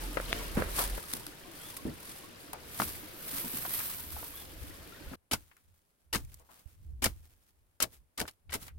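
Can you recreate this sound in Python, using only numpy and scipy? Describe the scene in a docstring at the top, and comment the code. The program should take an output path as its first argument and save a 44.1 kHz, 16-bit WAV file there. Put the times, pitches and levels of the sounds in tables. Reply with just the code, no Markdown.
"""Water trickles close by, briefly over a deep drone, as someone carries an empty plastic can up a stream
bank: feet thump, leaves brush past, the hollow can knocks and a far bird whistles.
Then, on a quiet dry slope, a wooden pole is jabbed six times into stony soil: grit crunches, stones
crack and ring the wood, crumbs trickle back. Light wind rumbles on the microphone in both places."""
import sys
import numpy as np
from scipy import signal
from scipy.fft import rfft, irfft
from scipy.io import wavfile

SR = 44100
rng = np.random.default_rng(int(sys.argv[2]) if len(sys.argv) > 2 else 0)


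def pcm_store(signal):
    """Save signal as 16-bit PCM."""
    levels = np.round(np.clip(np.atleast_2d(signal), -1, 1) * 32767)
    wavfile.write(sys.argv[1], SR, levels.astype(np.int16).T)


N = 387198
TIME = np.arange(N) / SR
BANK_END_S = 5.16

# Strokes of the pole. Each row: start and push length in seconds; grit, thud, left over right,
# first contact and caving in dB; settling time of the soil in seconds.
JABS = [(5.311, 0.026, -33.5, -37, -0.5, -25.5, -53, 0.11),
        (6.127, 0.032, -34.5, -35, 4.5, -24.5, -53.5, 0.24),
        (7.02, 0.043, -35.5, -34.5, 4, -36.5, -49, 0.092), (7.801, 0.038, -40, -45.5, 13, -20.5, -39, .008),
        (8.175, .041, -39, -44, 3, -30.5, -32, 0.0054), (8.521, 0.033, -38.5, -44, 1, -44, -41.5, .01)]
# The sharp edge of a crack. Each row: frequency in Hz, level in dB.
EDGE_SPECTRUM = [(2000, -22), (5000, -3), (9000, -0.5), (13000, 1), (16000, -11)]
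# Wind on the microphone. Each row: frequency in Hz, level in dB.
WIND_SPECTRUM = [(22, -15.5), (46, -8.5), (75, -2), (110, -14.5), (180, -28), (400, -45), (1500, -68.5)]


def from_db(db):
    """Decibels to gain."""
    return 10 ** (np.asarray(db) / 20)


def rms_one(x):
    """Scale to unit power."""
    return x / np.sqrt(np.mean(x ** 2) + 1e-20)


def level(rows):
    """Gain over time from rows of seconds and dB."""
    return from_db(np.interp(TIME, *np.transpose(rows)))


def until(end):
    """Full gain, then a quick fade that closes at `end` seconds."""
    return np.clip((end - TIME) / .006, 0, 1)


def panned(db):
    """Left and right gains, `db` apart."""
    return from_db([[db / 2], [-db / 2]])


def response(points, size=4096):
    """Causal impulse response from rows of Hz and dB, by folding the cepstrum."""
    hz, db = np.transpose(points)
    log_hz = np.log(np.fft.rfftfreq(size, 1 / SR) + 1)
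    log_gain = np.log(from_db(np.interp(log_hz, np.log(hz), db)))
    cepstrum = irfft(log_gain)[:size // 2]
    cepstrum[1:] *= 2
    return irfft(np.exp(rfft(cepstrum, size)))


def through(x, impulse):
    """Filter along time."""
    return signal.oaconvolve(np.atleast_2d(x), impulse[None], axes=1)[:, :N]


def colour(x, spectrum):
    """Shape white input by a spectrum, keeping its power."""
    impulse = response(spectrum)
    return through(x, impulse / np.linalg.norm(impulse))


def stereo_noise():
    """Noise that reaches both sides of the microphone alike in the bass, unrelated in the treble."""
    # Stereo width. Each row: frequency in Hz, side over mid in dB.
    width = [(50, -3.5), (200, -8.5), (500, -2.5), (1500, 1.5), (4000, -1), (8000, 1), (16000, 1.5)]
    mid, side = rng.standard_normal((2, N))
    return rms_one(mid + through(side, response(width)) * [[1], [-1]])


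def drift(per_s):
    """Random wander with a spread near one."""
    knots = rng.standard_normal(N // 40)
    return np.interp(TIME * per_s, np.arange(len(knots)), knots)


def burst(start, hold, t60, rise):
    """Envelope that rises, holds and dies away; times in seconds."""
    out, first = np.zeros(N), int(start * SR)
    t = TIME[:min(N - first, SR // 2)]
    out[first:first + len(t)] = (1 - np.exp(-t / rise)) * from_db(-60 * np.maximum(t - hold, 0) / t60)
    return out


def swells(rows, fall_ratio):
    """Gain of overlapping swells, each taking `fall_ratio` times as long to fall as to rise."""
    power = np.zeros(N)
    for peak, db, width in rows:
        away = np.maximum(peak - TIME, (TIME - peak) / fall_ratio) / width
        power += (from_db(db) * np.exp(-np.minimum(away, 20))) ** 2
    return np.sqrt(power)


def ring(x, hz, t60):
    """A mode that a unit click sets ringing at height one."""
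    radius, angle = from_db(-60 / (t60 * SR)), 2 * np.pi * hz / SR
    return signal.lfilter([0, np.sin(angle)], [1, -2 * radius * np.cos(angle), radius ** 2], x + 1e-18)


def grains(per_s, spread_db, grain_s, smooth):
    """Tiny fractures of uneven size, each a short puff of noise, over a smooth share of friction."""
    sizes = from_db(spread_db * np.minimum(rng.exponential(1, N), 4))
    born = rng.random(N) < per_s / SR
    energy = signal.lfilter([1], [1, -np.exp(-1 / (grain_s * SR))], (sizes * born) ** 2 + 1e-18)
    return rms_one(stereo_noise() * np.sqrt(energy / energy.mean() + smooth))


def pings(span, per_s, spectrum, cycles, glide, spread_db, pan_spread_db):
    """Small bodies ring briefly at random times and pitches; unit power within the span."""
    out, (start, end) = np.zeros((2, N + SR)), span
    pitches, levels = np.transpose(spectrum)
    draws = rng.random((4000, 5))[:int(per_s * (end - start))]
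    for when, pitch, size, side, damping in draws:
        hz = pitches[0] * (pitches[-1] / pitches[0]) ** pitch
        t60 = cycles * (.5 + damping) / hz
        t = TIME[:int(min(t60, .5) * SR)]
        first = int((start + when * (end - start)) * SR)
        db = np.interp(hz, pitches, levels) + spread_db * size ** 2 - 60 * t / t60
        swing = np.sin(2 * np.pi * hz * t * (1 + glide * t / t60)) * (1 - np.exp(-t * hz * 2))
        out[:, first:first + len(t)] += panned(pan_spread_db * (2 * side - 1)) * from_db(db) * swing
    return rms_one(out[:, :N]) * np.sqrt((end - start) * SR / N)


def knocks(rows, cycles, rattle_db):
    """Each contact swings for a few cycles and leaves a short rattle around the same pitch."""
    out, noise = np.zeros((2, N + SR)), stereo_noise()
    t = TIME[:SR // 4]
    for k, (start, db, hz, t60, pan_db) in enumerate(rows):
        swing = np.sin(2 * np.pi * hz * t) * from_db(-60 * t * hz / cycles)
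        band = signal.butter(2, [hz * 0.49, hz * 1.27], "band", fs=SR, output="sos")
        rattle = rms_one(signal.sosfilt(band, noise[:, k * len(t):(k + 1) * len(t)]))
        rattle *= from_db(-60 * t / t60)
        sound = from_db(db) * panned(pan_db) * (swing + from_db(rattle_db) * rattle)
        # the quieter side hears it slightly later
        for side, arrival in enumerate((start, start + pan_db * 4e-5)):
            first = int(arrival * SR)
            out[side, first:first + len(t)] += sound[side]
    return out[:, :N]


def pole():
    """The tip crushes grit and clinks pebbles; the soil packs, stops it with a thump and caves in."""
    # Stones cracking under the tip, and pebbles ticking after the stroke.
    # Each row: start in seconds, level in dB, t60 in seconds, edge in dB.
    cracks_and_ticks = [(5.333, -19.5, 0.052, -31), (6.158, -29.5, 0.044, -19), (6.183, -46, .012, 5),
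                        (6.249, -54, .008, 11), (6.342, -58.5, 0.015, 21), (7.041, -23.5, 0.039, 6),
                        (7.057, -19.5, 0.042, -15), (7.824, -19.5, 0.037, 4), (8.201, -30.5, .014, 10),
                        (8.213, -28.5, 0.028, -22), (8.538, -38, 0.059, 9), (8.68, -42, 0.026, -12)]
    # The tip grazing the ground. Each row: start and length in seconds, grit level in dB.
    grazes = [(8.276, 0.0072, -44.5), (8.501, 0.01, -52.5)]
    # Resonances of the pole and of packed soil. Each row: pitch in Hz, t60 in seconds, level in dB.
    wood_modes = [(544, 0.012, -16), (1340, 0.012, -16), (1610, 0.021, -14.5), (2310, 0.022, -12),
                  (3130, 0.032, -13.5), (5260, 0.033, -22)]
    ground_modes = [(117, 0.16, -3.5), (210, 0.06, 5), (265, 0.048, 3), (530, 0.017, 4)]
    # Grit, pebbles, soil packing and soil caving in. Each row: frequency in Hz, level in dB.
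    grit_spectrum = [(150, -7), (400, 2), (800, -1.5), (1400, -1.5), (2500, 5), (4800, 4), (6500, -1),
                     (9000, 1.5), (13000, -1.5), (16000, -11.5)]
    pebble_spectrum = [(450, -12), (1000, -3), (2000, 8), (4000, -9), (9000, 5)]
    thud_spectrum = [(25, -9.5), (60, -32), (130, -18.5), (280, 4), (500, -13), (900, -11), (2500, -19.5)]
    caving_spectrum = [(90, -18.5), (180, 1.5), (350, -2.5), (600, 0), (900, -11), (2000, -33)]
    crush, contacts = np.zeros((2, N)), []
    packing, stops, caving, cracks, edges = np.zeros((5, N))
    for start, push, grit_db, thud_db, pan_db, contact_db, caving_db, _ in JABS:
        # the soil packs ever tighter, so crunch and thud grow along the push
        to_go = 1 - np.clip((TIME - start) / push, 0, 1)
        crush += from_db(grit_db - 3 * to_go) * panned(pan_db) * burst(start, push, t60=.051, rise=.0015)
        packing += from_db(thud_db + 1.05 - 2.3 * to_go) * burst(start, push + .0011, t60=.13, rise=.002)
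        stops[int((start + push) * SR)] = from_db(thud_db)
        caving += from_db(caving_db) * burst(start + .8 * push, hold=.012, t60=.1, rise=.003)
        contacts.append((start + .002, contact_db, .021, -6.5))   # one more crack as the crust breaks
    for start, length, grit_db in grazes:
        crush += from_db(grit_db) * burst(start, length, t60=.062, rise=.0026)
    for start, db, t60, edge_db in contacts + list(cracks_and_ticks):
        crack = from_db(db) * burst(start, 0, t60, rise=.0006)
        cracks += crack
        edges += from_db(edge_db) * crack
    force = crush * grains(per_s=1400, spread_db=3.5, grain_s=.0003, smooth=.19)
    force += from_db(-6.5) * cracks * stereo_noise()
    clinks = pings((BANK_END_S, N / SR), 900, pebble_spectrum,
                   cycles=59, glide=0, spread_db=12, pan_spread_db=1)
    # the same force rings the wood; each mode is scaled to its share of the power
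    wood = sum(from_db(db) * ring(force, hz, t60) * np.sqrt(4 * np.log(1000) / (t60 * SR))
               for hz, t60, db in wood_modes)
    crunch = from_db(3) * colour(force, grit_spectrum) + colour(edges * stereo_noise(), EDGE_SPECTRUM)
    crunch += wood + from_db(-6.5) * (crush + cracks) * clinks
    thump = sum(from_db(db) * ring(stops, hz, t60) for hz, t60, db in ground_modes)
    earth = packing * colour(stereo_noise(), thud_spectrum)
    earth += caving * colour(stereo_noise(), caving_spectrum)
    return crunch + slope_scatter(crunch, t60=.07, wet_db=-19) + earth + thump


def slope_scatter(x, t60, wet_db):
    """The rough slope throws a thin, short tail back to the microphone."""
    tail = rng.standard_normal((2, SR // 2)) * from_db(-60 * TIME[:SR // 2] / t60)
    tail /= np.linalg.norm(tail, axis=1, keepdims=True)
    return from_db(wet_db) * signal.oaconvolve(x, tail, axes=1)[:, :N]


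def spill(db, t60):
    """Gain of soil sliding after a stroke: it halves within the settling time, then slowly rests."""
    out = np.zeros(N)
    for start, push, *_, settling in JABS:
        first = int((start + push) * SR)
        t = TIME[:N - first]
        out[first:] = from_db(db - 60 * t / t60) / (1 + t / settling)
    return out


def crumbs():
    """Loosened soil trickles back into the hole: fine grains, dry ticks and a few clods."""
    # Trickling soil. Each row: frequency in Hz, level in dB.
    crumb_spectrum = [(200, 10.5), (600, 0.5), (1800, 0), (4000, -1), (7000, -2), (10000, 0.5), (16000, 0)]
    # Soil levered loose between strokes. Each row: peak time in seconds, level in dB, width in seconds.
    slides = [(6.56, -51, 0.043), (6.73, -62.5, 0.051), (7.47, -69, 0.092), (7.94, -51, 0.031),
              (8.28, -52.5, 0.038), (8.63, -44, 0.03), (8.67, -41.5, 0.013)]
    # Clods and pebbles settling. 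Each row: start in seconds, level in dB, pitch in Hz,
    # rattle t60 in seconds, left over right in dB.
    clods = [(5.514, -49, 1800, 0.079, 4), (5.567, -55, 1875, 0.11, 1), (6.40, -53.5, 780, 0.26, 5),
             (6.49, -52, 1090, 0.44, 6), (6.66, -56.5, 71, 0.08, -45), (8.254, -35.5, 1450, 0.04, -1),
             (8.495, -38, 2100, 0.056, 9), (8.682, -42, 2030, 0.1, -1.5)]
    trickle = colour(grains(per_s=300, spread_db=2.5, grain_s=.0005, smooth=1.5), crumb_spectrum)
    ticks = colour(grains(per_s=24, spread_db=12.5, grain_s=.0008, smooth=0), EDGE_SPECTRUM)
    sliding = np.hypot(spill(db=-54, t60=5), swells(slides, fall_ratio=.81)) * from_db(3 * drift(45))
    soil = sliding * (from_db(-2) * trickle + from_db(-14.5) * ticks)
    return soil + knocks(clods, cycles=6.3, rattle_db=-9)


def walker():
    """Heel and sole thump on the bank, the hollow can bumps along and stones knock underfoot."""
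    # Footfalls. Each row: start in seconds, level in dB, rattle t60 in seconds.
    steps = [(0.573, -19.5, 0.13), (1.135, -34.5, .18), (1.853, -24, 0.2), (2.799, -30.5, 0.21),
             (3.445, -33.5, 0.11), (3.538, -36.5, 0.21), (5.115, -37.5, 0.16)]
    # The can against the leg. Each row: start in seconds, level in dB, rattle t60 in seconds,
    # left over right in dB.
    bumps = [(.171, -21.5, 0.07, 5), (0.2, -26.5, .03, -3.5), (.57, -26.5, 0.44, -3),
             (.622, -18.5, 0.018, -3), (0.978, -34, 0.069, 7)]
    # Resonances of the can. Each row: pitch in Hz, level in dB.
    can_modes = [(530, -1), (1520, 0)]
    # Loose stones and sticks. Each row: start in seconds, level in dB, pitch in Hz,
    # rattle t60 in seconds, left over right in dB.
    stones = [(.329, -7, 2420, 0.0039, 2), (.785, -25, 1010, 0.29, 3.5), (2.533, -33, 910, 0.16, 1),
              (2.8, -18, 1280, 0.05, -1), (2.82, -18, 1160, 0.029, 2.5), (3.651, -28, 1220, 0.075, -1.5),
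              (3.803, -33.5, 1870, 0.044, 14.5), (4.165, -34.5, 870, 0.088, 0),
              (4.229, -32, 1010, 0.033, -5), (5.134, -40, 1115, 0.096, 12)]
    heel_hz, sole_hz, sole_delay_s = 248.4, 274, .016
    heels = [(start, db, heel_hz, t60, 0) for start, db, t60 in steps]
    soles = [(start + sole_delay_s, db - 4.5, sole_hz, t60, 0) for start, db, t60 in steps]
    can = [(start, db + mode_db, hz, t60, pan_db)
           for start, db, t60, pan_db in bumps for hz, mode_db in can_modes]
    return (knocks(heels + soles, cycles=6, rattle_db=-6.5)
            + knocks(can, cycles=11, rattle_db=-8.5)
            + knocks(stones, cycles=6.5, rattle_db=-8))


def undergrowth():
    """Leaves and grass slide over clothes and can, their edges flicking; now and then a twig snaps."""
    # Branches sweeping past. Each row: peak time in seconds, level in dB, width in seconds.
    branches = [(.1, -47.5, 0.49), (.36, -47, 0.23), (.59, -42, 0.045), (.795, -28.5, 0.039),
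                (.95, -46, 0.21), (1.14, -42.5, 0.05), (1.28, -49.5, 0.021), (1.68, -46.5, 0.14),
                (2.1, -46, 0.1), (2.42, -51, 0.041), (2.83, -38, 0.091)]
    # Wading away through tall grass, and the share of fine blades. Each row: time in seconds, level in dB.
    wading = [(3.0, -64), (3.15, -52), (3.31, -41), (3.43, -44), (3.8, -40), (3.97, -45.5), (4.27, -46.5),
              (4.45, -52), (5.14, -59)]
    grass_share = [(2.3, -23), (2.8, -2), (3.7, 3.5), (4.7, -4)]
    # Twigs snapping. Each row: start in seconds, level in dB, t60 in seconds.
    twigs = [(1.135, -18.5, 0.017), (1.266, -25, 0.012), (1.766, -33, 0.057), (2.531, -31, 0.03),
             (2.801, -27.5, 0.026), (2.818, -14.5, 0.0057)]
    # Rustling leaves and hissing blades. Each row: frequency in Hz, level in dB.
    leaf_spectrum = [(150, 1.5), (500, -11), (1100, -4), (2500, -5.5), (5000, -5), (7000, -8.5),
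                     (9000, -1.5), (12500, -2), (16000, -7)]
    grass_spectrum = [(6000, -30.5), (9000, -13.5), (12000, 7.5), (16000, 1)]
    brushing = np.hypot(swells(branches, fall_ratio=1.31), level(wading) * from_db(2 * drift(16)))
    rustle = from_db(.5) * grains(per_s=1800, spread_db=8.5, grain_s=.0024, smooth=1)
    flicks = from_db(-7.5) * grains(per_s=82, spread_db=2.5, grain_s=.0039, smooth=0)
    rubbing = brushing * (rustle + flicks)
    snaps = sum(from_db(db) * burst(start, 0, t60, rise=.00064) for start, db, t60 in twigs)
    blades = level(grass_share) * brushing * grains(per_s=250, spread_db=3, grain_s=.0007, smooth=.9)
    return colour(rubbing + snaps * stereo_noise(), leaf_spectrum) + colour(blades, grass_spectrum)


def stream():
    """Water runs over stones: a wash, bubbles rising in pitch as they surface, a few larger gurgles."""
    # The stream, close at first and then further off. 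Each row: time in seconds, level in dB.
    flow = [(0, -44), (.2, -47.5), (.35, -38.5), (.53, -45), (.97, -46), (1.02, -51), (2.4, -52),
            (3.5, -48.5), (4.0, -53.5), (5.16, -51.5)]
    # Wash, bubbles and gurgles. Each row: frequency in Hz, level in dB.
    wash_spectrum = [(60, -2.5), (150, -1), (340, -4), (560, -4.5), (850, -14), (1600, -11.5), (3400, -15),
                     (5000, -18), (7000, -23), (16000, -34.5)]
    bubble_spectrum = [(270, 4.5), (400, -5), (600, -17.5), (900, -1), (1700, -9), (3000, 3.5), (5000, 3.5)]
    gurgle_spectrum = [(450, -5.5), (1000, 3.5), (2400, -3)]
    span = (0, BANK_END_S)
    wash = from_db(.13) * colour(stereo_noise(), wash_spectrum)
    bubbles = pings(span, 600, bubble_spectrum, cycles=40, glide=.15, spread_db=14, pan_spread_db=18.5)
    gurgles = pings(span, 40, gurgle_spectrum, cycles=100, glide=.12, spread_db=13.5, pan_spread_db=10)
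    return level(flow) * (wash + from_db(-7) * bubbles + from_db(-13.5) * gurgles)


def drone():
    """A deep wavering tone with some rumble around it fills the first second."""
    phase = 2 * np.pi * np.cumsum(43.1 + .46 * drift(3.9)) / SR
    tone = from_db(-39 + 3.6 * drift(45)) * np.sin(phase)
    return until(.99) * (tone + from_db(-49) * colour(stereo_noise(), WIND_SPECTRUM))


def rumble():
    """Gusts buffet the microphone, and a low shudder follows each stroke of the pole."""
    # Gusts. Each row: peak time in seconds, level in dB, width in seconds.
    gusts = [(.6, -32, .03), (1.18, -55, .08), (1.88, -49.5, 0.064), (2.87, -48.5, .11), (4.14, -48.5, .09),
             (4.63, -47.5, .13), (5.08, -42.5, 0.029), (5.7, -65, .05), (6.235, -44.5, 0.051),
             (6.36, -59.5, 0.065), (6.9, -45.5, 0.075), (7.08, -43.5, 0.09), (7.63, -69, 0.11),
             (8.0, -63, .05), (8.5, -49.5, 0.023), (8.63, -58, .05), (8.77, -48, 0.084)]
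    shudder = sum(from_db(thud_db - 10) * burst(start, push, t60=.33, rise=.01)
                  for start, push, _, thud_db, *_ in JABS)
    buffeting = np.hypot(swells(gusts, fall_ratio=1), shudder)
    return from_db(5.5) * buffeting * colour(stereo_noise(), WIND_SPECTRUM)


def bird():
    """Faint whistles from far off in the trees, each an unsteady arch of pitch."""
    # Whistles. Each row: start and length in seconds, first and top pitch in Hz, level in dB.
    whistles = [(1.556, 0.18, 2950, 3520, -54), (4.299, 0.14, 3110, 3490, -55)]
    out = np.zeros(N)
    for start, length, first_hz, top_hz, db in whistles:
        arch = np.sin(np.pi * np.clip((TIME - start) / length, 0, 1) ** 2)
        hz = first_hz + (top_hz - first_hz) * arch + 110 * drift(300)
        out += from_db(db) * np.sqrt(np.abs(arch)) * np.sin(2 * np.pi * np.cumsum(hz) / SR)
    return out


def still_air():
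    """A faint, steady hush lies behind both places."""
    # Open air. Each row: frequency in Hz, level in dB.
    air_spectrum = [(60, 2), (150, -3), (400, -5.5), (1000, -13), (3800, -22), (7000, -24.5), (10000, -17),
                    (16000, -24.5)]
    return from_db(-75.5) * colour(stereo_noise(), air_spectrum)


def scene():
    """The stream bank, then the dry slope, with wind and still air throughout."""
    bank = until(BANK_END_S) * (stream() + undergrowth() + walker() + bird())
    return bank + still_air() + drone() + pole() + crumbs() + rumble()


def record(dry):
    """The microphone's two sides differ a little in colour; the top is cut above 16.1 kHz."""
    # Lean of the microphone. Each row: frequency in Hz, left over right in dB.
    lean = [(50, -1.5), (150, -1), (500, 1.5), (1500, 3), (4500, 2.5), (8000, -0.5), (15000, -2)]
    left = through(dry[0], response([(hz, db / 2) for hz, db in lean]))
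    right = through(dry[1], response([(hz, -db / 2) for hz, db in lean]))
    top_cut = signal.ellip(10, .2, 70, 16100, fs=SR, output="sos")
    return signal.sosfilt(top_cut, np.vstack([left, right]))


dry = scene()
out = record(dry)
pcm_store(out)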